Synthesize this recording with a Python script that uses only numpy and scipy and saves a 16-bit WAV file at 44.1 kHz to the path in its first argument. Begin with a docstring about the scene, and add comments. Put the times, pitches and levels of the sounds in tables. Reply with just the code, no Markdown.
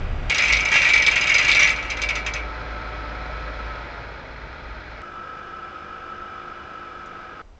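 """A work boat's deck winch, in four shots joined by hard cuts.
First, buffeting wind (shaped noise). Then chain clatters over the steel bow roller (struck modes and noise) and slows
to single links; the diesel throbs (firing-rate tones, pulsed noise) and gears whine (mesh tones), then coast down.
Next the drum hauls wire rope with a whine (stroke tones, ringing casing) and one rope tick.
Last, a quiet deck: faint low noise and one puff of wind."""
import sys
import numpy as np
from scipy import signal
from scipy.fft import rfft, irfft
from scipy.io import wavfile
from scipy.ndimage import uniform_filter1d

SR = 44100
rng = np.random.default_rng(int(sys.argv[2]) if len(sys.argv) > 2 else 0)


def master(y):
    """Save y as 16-bit WAV."""
    cut = np.clip(np.atleast_2d(y).T, -1, 1)
    pcm = np.round(cut * 32767)  # scale
    wavfile.write(sys.argv[1], SR, pcm.astype(np.int16))


N = 334719
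T = np.arange(N) / SR

CHAIN_S, HAUL_S, DECK_S = 0.2968, 5.018, 7.417  # starts of shots 2, 3, 4
FIRING_HZ = 54.35  # mean rate
COAST_S = 3.66  # gears start to coast down

# heavy links striking the roller; levels relative to the trims in links():
# start_s, clink_rel_db, frame_ring_rel_db, crunch_rel_db, link_pitch_hz
HEAVY_LINKS = [(0.2962, -23, -14.5, -23.5, 4970), (0.3436, -20, -16, -23.5, 5770),
               (0.3815, -18.5, -12.5, -20.5, 5060), (0.4194, -21, -12.5, -28, 5150),
               (0.4788, -24, -11.5, -26.5, 5140), (0.5237, -18, -12.5, -19, 5570),
               (0.603, -22, -18.5, -33, 5040), (0.6504, -20.5, -17, -31.5, 5120),
               (0.7148, -22.5, -11, -33.5, 4920), (0.7372, -22.5, -8, -28, 5080),
               (0.7577, -24, -17.5, -27.5, 4930), (0.8155, -23.5, -11, -24, 5700),
               (0.8465, -28, -9, -24.5, 5170), (0.8871, -24.5, -11, -25.5, 5120),
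               (0.9343, -18.5, -8.5, -21.5, 5144), (0.9767, -21.5, -14, -25, 5066),
               (1.0214, -18, -17, -23.5, 5080), (1.064, -18, -8.5, -17, 5070),
               (1.1119, -21.5, -15, -27, 5000), (1.1558, -23, -10.5, -26, 5000),
               (1.2096, -18.5, -14.5, -28, 4980), (1.2925, -19, -8.5, -28.5, 5040),
               (1.3409, -16, -9, -23.5, 4970), (1.381, -18, -12, -22, 4890),
               (1.4461, -22, -14, -28.5, 4940), (1.4805, -19, -11, -23, 5070),
               (1.5144, -24.5, -18, -17, 5000), (1.5474, -19.5, -14.5, -20, 4880),
               (1.5928, -17, -9, -21, 5740), (1.6287, -17, -10, -22, 5800),
               (1.702, -23.5, -18.5, -33, 5070), (1.9006, -24, -19.5, -31, 5060),
               (1.9679, -33, -25, -35, 5060), (2.0163, -21, -17, -27.5, 4970),
               (2.0872, -25.5, -16, -29, 5010), (2.1525, -25, -20, -29, 5870),
               (2.2626, -24.5, -19.5, -33, 5100), (2.3356, -23, -21, -33, 5060)]


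def amp(db):
    """Decibels to gain."""
    return 10 ** (np.asarray(db) / 20)


def unit(x):
    """Scale to rms 1."""
    return x / np.sqrt(np.mean(x ** 2) + 1e-18)


def since(s):
    """Seconds gone by after time s; zero before it."""
    return np.maximum(T - s, 0)


def fade(t, t60):
    """A decay of 60 dB in t60 seconds."""
    return np.exp(-np.log(1000) * t / t60)


def curves(table):
    """Linear control curve for each column after the time."""
    s, *columns = np.transpose(table)
    return [np.interp(T, s, c) for c in columns]


def walk(rate_hz):
    """Slow random control of rms 1: rate_hz fresh draws a second, smoothed."""
    hold = max(int(SR / rate_hz), 2)
    steps = np.repeat(rng.standard_normal(N // hold + 1), hold)
    return unit(uniform_filter1d(steps, hold)[:N])


def colour(x, spectrum):
    """Shape a sound by (hz, rel_db) points, cut below half the lowest; rms 1."""
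    hz, db = np.transpose(spectrum)
    f = np.fft.rfftfreq(len(x), 1 / SR) + 1e-9
    gain = amp(np.interp(np.log(f), np.log(hz), db)) * (f > hz[0] / 2)
    return unit(irfft(rfft(x) * gain, len(x)))


def resonate(x, peaks):
    """Sum of twice-run peak filters (hz, half_width_hz at -6 dB, rel_db); rms 1."""
    out = 0
    for hz, half_width_hz, db in peaks:
        b, a = signal.iirpeak(hz, hz / half_width_hz / 2, fs=SR)
        once = signal.lfilter(b, a, x)
        out = out + amp(db) * signal.lfilter(b, a, once)
    return unit(out)


def tones(turns, orders, waver):
    """Multiples (multiple, rel_db) of a turning shaft, each wavering in strength and phase; rms 1."""
    out = 0
    for multiple, db in orders:
        steady = np.cos(2 * np.pi * (multiple * turns + rng.random()))
        unsteady = walk(22) * np.cos(2 * np.pi * (multiple * turns + rng.random()))
        out = out + amp(db) * (steady + waver * unsteady)
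    return unit(out)


def strokes(turns, depth):
    """Noise that surges once in every cycle."""
    return rng.standard_normal(N) * (1 + depth * np.exp(-4 * (turns % 1)))


def add(out, s, sound):
    """Mix a sound in at time s."""
    i = max(int(s * SR), 0)
    out[i:i + len(sound)] += sound[:N - i]


def chain_speed():
    """The chain's share of its full speed: braked to a crawl, then stopped."""
    # time_s, share_of_full_speed
    speed_points = [(1.66, 0.95), (1.77, .38), (2.4, .19)]
    stop_s = 2.42
    return curves(speed_points)[0] * (T < stop_s)


def chain_force():
    """How hard the chain is thrown about: its speed, scaled by every heave."""
    # start_s, length_s, gain_db
    heave_rows = [(0.3, 0.22, 1), (0.728, 0.25, 4.5), (1.06, 0.11, -1), (1.301, .12, 2.5),
                  (1.462, 0.16, 6.5)]
    attack_s, release_s = 0.027, 0.066  # linear rise; 1/e fall of the dB gain
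    heave_db = 0
    for s, length_s, db in heave_rows:
        rise = np.clip(since(s) / attack_s, 0, 1)
        heave_db = heave_db + db * rise * np.exp(-since(s + length_s) / release_s)
    return chain_speed() * amp(heave_db)


def links(ring_db=-13.5, clink_db=-24, crunch_db=-13, crunch_t60=0.17, chatter_s=.027, landing=1.0,
          clink_hz=6280, clink_half_width_hz=300, clink_t60=0.019, sing_db=6, sing_growth=1.81, count=10):
    """A landing link clinks and crunches on rusty steel; neighbours chatter on the frame, hard blows sing."""
    ring_lag_s = .004  # at full speed the frame rings just after the clink, as the link settles
    out, t, speed = np.zeros(N), T[:SR // 6], chain_speed()
    for s, link_db, frame_db, rust_db, own_hz in list(HEAVY_LINKS) + light_links():
        blows = np.zeros(len(t))
        blows[(chatter_s * rng.random(count) * SR).astype(int)] = rng.uniform(-1, 1, count)
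        blows[0] = landing
        ring = signal.fftconvolve(blows, frame_ring())[:len(t)]
        pitch_hz = clink_hz * rng.uniform(.975, 1.025)
        burst = rng.standard_normal(len(t)) * t * fade(t, clink_t60)
        clink = resonate(burst, [(pitch_hz, clink_half_width_hz, 0)])
        grit = rng.standard_normal(len(t)) ** 3 * fade(t, crunch_t60)  # cubed: sparse, spiky
        crunch = resonate(grit, [(3600, 900, 11), (4910, 81, 1), (6740, 400, -20.0)])
        add(out, s, amp(link_db + clink_db) * clink + amp(rust_db + crunch_db) * crunch)
        add(out, s, amp(sing_db + sing_growth * link_db) * singing(own_hz))
        add(out, s + ring_lag_s * speed[int(s * SR)], amp(frame_db + ring_db) * unit(ring))
    return out


def light_links(scatter_db=2.0, jitter=.12, clink_follows=0.22, crunch_db=-29, own_hz=5060):
    """Lighter links land between the heavy ones, further apart as the chain slows; rows as in HEAVY_LINKS."""
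    gap_s, light_clink_db, light_frame_db = .031, -26.5, -19  # at full speed, before scatter and links() trims
    speed, force, rows = chain_speed(), chain_force(), []
    times = [row[0] for row in HEAVY_LINKS]
    for start, end in zip(times, times[1:]):
        mean_speed = speed[int(start * SR):int(end * SR)].mean()
        steps = max(round((end - start) * mean_speed / gap_s), 1)
        chance = rng.standard_normal((32, 3))
        for k, (late, hard, pitch) in zip(range(1, steps), chance):
            s = start + (end - start) * (k + jitter * late) / steps
            i = int(s * SR)
            pace_db, force_db = (20 * np.log10(c[i] + 1e-6) for c in (speed, force))
            clink_db = light_clink_db + pace_db + clink_follows * force_db + scatter_db * hard
            blow_db = force_db + scatter_db * hard
            pitch_hz = own_hz * (1 + .012 * pitch)
            rows.append((s, clink_db, light_frame_db + blow_db, crunch_db + blow_db, pitch_hz))
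    return rows


def singing(hz, rise_s=0.001, split=.01, t60=0.14):
    """A free link rings on in a close, beating pair of modes."""
    t = T[:SR // 6]
    upper = np.sin(2 * np.pi * (hz * (1 + split) * t + rng.random()))
    pair = np.sin(2 * np.pi * hz * t) + .5 * upper
    return pair * fade(t, t60) * (1 - np.exp(-t / rise_s))


def frame_ring(clank_db=-1.5, clank_t60=0.094, spread_db=2):
    """One blow on the roller frame; each spot wakes the modes in its own mix, with a dense short clank."""
    # modes of the roller frame: mode_hz, rel_db, t60_s
    frame_modes = [(605, -25, .12), (900, -23, .1), (1380, -16, .07), (1703, -14, .18), (1938, -5, .13),
                   (2072, -7, .15), (2213, -3, .14), (2258, -5, .11), (2312, 1, .15), (2383, -4, .09),
                   (2503, -7, .16), (2640, -10, .12), (2737, -8, .11), (2835, -11, .17), (3190, -13, .09),
                   (3760, -16, .05), (4110, -19, .07), (5040, -17, .08), (5780, -22, .08), (6130, -21, .07)]
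    # dense ring of a blow: hz, rel_db
    clank_spectrum = [(150, -38.5), (400, -22.5), (900, -9.5), (1150, -1.5), (1400, -2), (2300, 15),
                      (3050, -1), (4200, -15), (5400, -14.5), (6400, -12.5), (7200, -15.5), (8200, -30),
                      (8900, -46.5)]
    t = T[:SR // 6]
    hz, db, t60 = np.transpose(frame_modes)[:, :, None]
    gain = amp(db + spread_db * rng.standard_normal(hz.shape))
    waves = np.sin(2 * np.pi * (hz * t + rng.random(hz.shape)))
    modes = (gain * fade(t, t60) * waves).sum(0)
    clank = colour(rng.standard_normal(len(t)), clank_spectrum) * fade(t, clank_t60)
    return unit(modes) + amp(clank_db) * unit(clank)


def jostle(level_db=-28.0, dull_clank_db=-8, knocks_per_s=45, scatter_db=3.0, count=10):
    """Small knocks all along the moving chain keep the frame ringing between links; they weaken as it slows."""
    out, force = 0, chain_force()
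    for _ in range(count):  # each spot has its own knocks and ring
        knocks = (rng.random(N) < knocks_per_s / SR) * amp(scatter_db * rng.standard_normal(N))
        out = out + signal.oaconvolve(knocks * force, frame_ring(clank_db=dull_clank_db))[:N]
    return unit(out) * amp(level_db)


def hauling(tone_db=-1, ring_db=-4):
    """Under load the drive's strokes ring its casing into a beating whine, which eases and slows at the end."""
    # tones of the loaded drive: multiple_of_stroke_rate, rel_db
    haul_tones = [(1.5, -11.5), (3, -17.5), (4, -14), (6, -14), (7, -8), (8, -32.5), (9, -14.5),
                  (10, -12.5), (11, -20), (15, -11), (19.4, -28), (20.4, -14.5), (24, -18), (25, -3),
                  (25.6, -6), (26, 2.5), (30.1, -9), (31.5, -16.5), (123, -35)]
    # noise of the loaded drive: hz, rel_db
    haul_noise = [(25, 4.5), (60, 1), (120, -1.5), (260, -3), (400, -2), (780, -0.5), (1000, -4),
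                  (1300, 0.5), (1660, 5), (1760, -4.5), (2600, -10.5), (4000, -19), (5200, -26),
                  (7400, -34), (8500, -44.5)]
    # ringing of the casing: hz, half_width_hz, rel_db
    casing_peaks = [(1313, 63, 0.5), (2370, 110, -14.5), (2940, 52, -16), (3430, 86, -23), (5170, 120, -28)]
    stroke_hz, whine_db, noise_db = 50.65, -38.5, -41
    ease_s, ease_db_per_s = 6.34, 2.5
    sag_s, sag_hz_per_s = 6.7, 1.6
    hz = stroke_hz - sag_hz_per_s * since(sag_s)
    level_db = whine_db - ease_db_per_s * since(ease_s)
    turns = np.cumsum(hz * (1 + 0.002 * walk(15))) / SR
    tonal = amp(tone_db) * tones(turns, haul_tones, waver=0.25)
    ringing = amp(ring_db) * resonate(strokes(turns, depth=0.64), casing_peaks)
    noise = colour(strokes(turns, depth=0.34), haul_noise)
    return amp(level_db) * (tonal + ringing) + amp(noise_db) * noise


def rope_tick(s=7.059, tick_db=-55, tick_t60=0.08):
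    """A turn of wire rope slips into place on the drum: a decaying burst of resonant noise."""
    noise = resonate(rng.standard_normal(N), [(3600, 900, -2), (6150, 910, 0)])
    return amp(tick_db) * (T > s) * fade(since(s), tick_t60) * noise


def gears(hum_db=0, whine_db=2, swell=0.34, whine_hz=1303, whine_half_width_hz=30):
    """Gears hum; at full speed one tone hits a resonance and whines, swelling at a third of mean firing rate."""
    # tones of the gear mesh: multiple_of_mesh_rate, rel_db
    gear_tones = [(4, -3.5), (6, -13), (7, -1), (8, -3.5), (8.3, -3), (10, -0.5), (12, -3.5), (13, -8.5),
                  (14, -3), (15, -6), (19, -9.5)]
    mesh_hz, coast_hz_per_s = 73.55, 12
    gear_db, fade_db_per_s = -42.5, 8  # dies away as they coast
    load_db = -4  # the whine is weaker while the chain moves
    multiple = 17.77  # of the mesh rate, for the whine
    hz = mesh_hz - coast_hz_per_s * since(COAST_S)
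    level_db = gear_db - fade_db_per_s * since(COAST_S)
    turns = np.cumsum(hz * (1 + 0.0011 * walk(9))) / SR
    in_tune = 1 / (1 + ((multiple * hz - whine_hz) / whine_half_width_hz) ** 2)
    cycle = np.sin(2 * np.pi * FIRING_HZ / 3 * T)
    whine_gain = in_tune * amp(load_db * (chain_speed() > 0)) * (1 + swell * cycle)
    whine = whine_gain * tones(turns, [(multiple, 0)], waver=0.32)
    hum = tones(turns, gear_tones, waver=0.21)
    return amp(level_db) * (amp(hum_db) * hum + amp(whine_db) * whine)


def machinery(throb_db=-.5, rumble_db=-44, clatter_db=3.0, housing_db=-1):
    """The diesel throbs, rumbles, clatters and shakes the gear housing; louder under chain, softer in coasting."""
    # the exhaust's throb swells and sinks: time_s, rel_db (trimmed by throb_db)
    throb_points = [(0.35, -53.5), (0.53, -27), (0.76, -44), (0.91, -37), (1.26, -43), (1.85, -33.5),
                    (3.77, -34), (4.23, -51), (4.44, -38), (4.48, -52), (4.7, -37), (5.0, -42)]
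    # clatter of the running machinery: hz, rel_db
    clatter_spectrum = [(25, -4), (60, -2), (135, 2), (190, -4), (450, -2), (1100, -7), (1500, 1),
                        (2500, -6.5), (2700, -14), (4150, -16.5), (5300, -28.5), (6800, -34), (8500, -52.5)]
    # ringing of the gear housing: hz, half_width_hz, rel_db
    housing_peaks = [(542, 9.9, -8.5), (609.4, 40, -1), (740.4, 33, -6), (886, 50, -2.5), (1294, 51, 1.5),
                     (1382, 58, 1.5), (1588, 150, -8.5), (1710, 26, -16), (1926, 70, -11.5),
                     (2210, 96, -6.5), (2420, 29, -13), (3320, 90, -16), (4100, 140, -16),
                     (5200, 160, -21.5)]
    free_db, chain_load_db = -39, 2  # running free, before trims; added at full chain speed
    coast_drop_db, coast_fade_s = -4, 0.63
    exhaust_db, = curves(throb_points)
    coasted = np.minimum(since(COAST_S) / coast_fade_s, 1)
    effort_db = free_db + chain_load_db * chain_speed() + coast_drop_db * coasted
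    turns = np.cumsum(FIRING_HZ * (1 + .0015 * walk(14))) / SR
    throb = tones(turns, [(2 / 3, -19), (1, 0), (4 / 3, -20), (2, -17)], waver=0.14)
    rumble = amp(rumble_db) * resonate(rng.standard_normal(N), [(46.6, 21, 0)])
    clatter = amp(clatter_db) * colour(strokes(turns, depth=0.3), clatter_spectrum)
    housing = amp(housing_db) * resonate(strokes(turns / 3, depth=0.96), housing_peaks)
    return amp(exhaust_db + throb_db) * throb + rumble + amp(effort_db) * (clatter + housing)


def bow_wind(level_db=-27, gust_db=1.0):
    """Wind buffets the microphone: low-heavy noise of randomly drifting level."""
    # hz, rel_db
    bow_spectrum = [(12, -31), (20, 0), (81, -7), (340, -27), (652, -24.5), (1050, -32.5), (1130, -28.5),
                    (2280, -31.5), (8000, -62.5), (10400, -97), (17600, -120)]
    return amp(level_db + gust_db * walk(12)) * colour(rng.standard_normal(N), bow_spectrum)


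def quiet_deck(gust_db=-41, air_db=-46):
    """Faint rumble of the boat as low-heavy noise, with one puff of wind on the microphone."""
    # hz, rel_db
    deck_spectrum = [(12, -23.5), (20, 1), (86, -12.5), (125, -24.5), (859, -28), (8000, -52.5),
                     (10400, -85.5), (17600, -120)]
    swell = np.interp(T, [7.41, 7.44, 7.48], [.4, 1, 0])
    puff = swell * resonate(rng.standard_normal(N), [(27.0, 5.2, 0)])
    return amp(air_db) * colour(rng.standard_normal(N), deck_spectrum) + amp(gust_db) * puff


def scene():
    """The four shots, joined by hard cuts."""
    chain_shot = links() + jostle() + machinery() + gears()
    haul_shot = hauling() + rope_tick()
    shots = [bow_wind(), chain_shot, haul_shot]
    return np.select([T < CHAIN_S, T < HAUL_S, T < DECK_S], shots, quiet_deck())[None]


def record(dry, dull_hz=7900, top_hz=8800):
    """The camera's case colours the sound in series peaks and dulls it; the top is cut steeply."""
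    # colour of the case: hz, width_hz, gain_db
    case_peaks = [(1785, 137, -6), (2110, 40, -19.5), (3060, 21, -3.5), (4840, 83, 5.5), (5850, 55, 6.5)]
    for hz, width_hz, db in case_peaks:
        b, a = signal.iirpeak(hz, hz / width_hz, fs=SR)
        dry = dry + (amp(db) - 1) * signal.lfilter(b, a, dry)
    dry = signal.sosfilt(signal.butter(10, dull_hz, fs=SR, output="sos"), dry)
    return signal.sosfilt(signal.ellip(10, .2, 80, top_hz, fs=SR, output="sos"), dry)


dry = scene()
out = record(dry)
master(out)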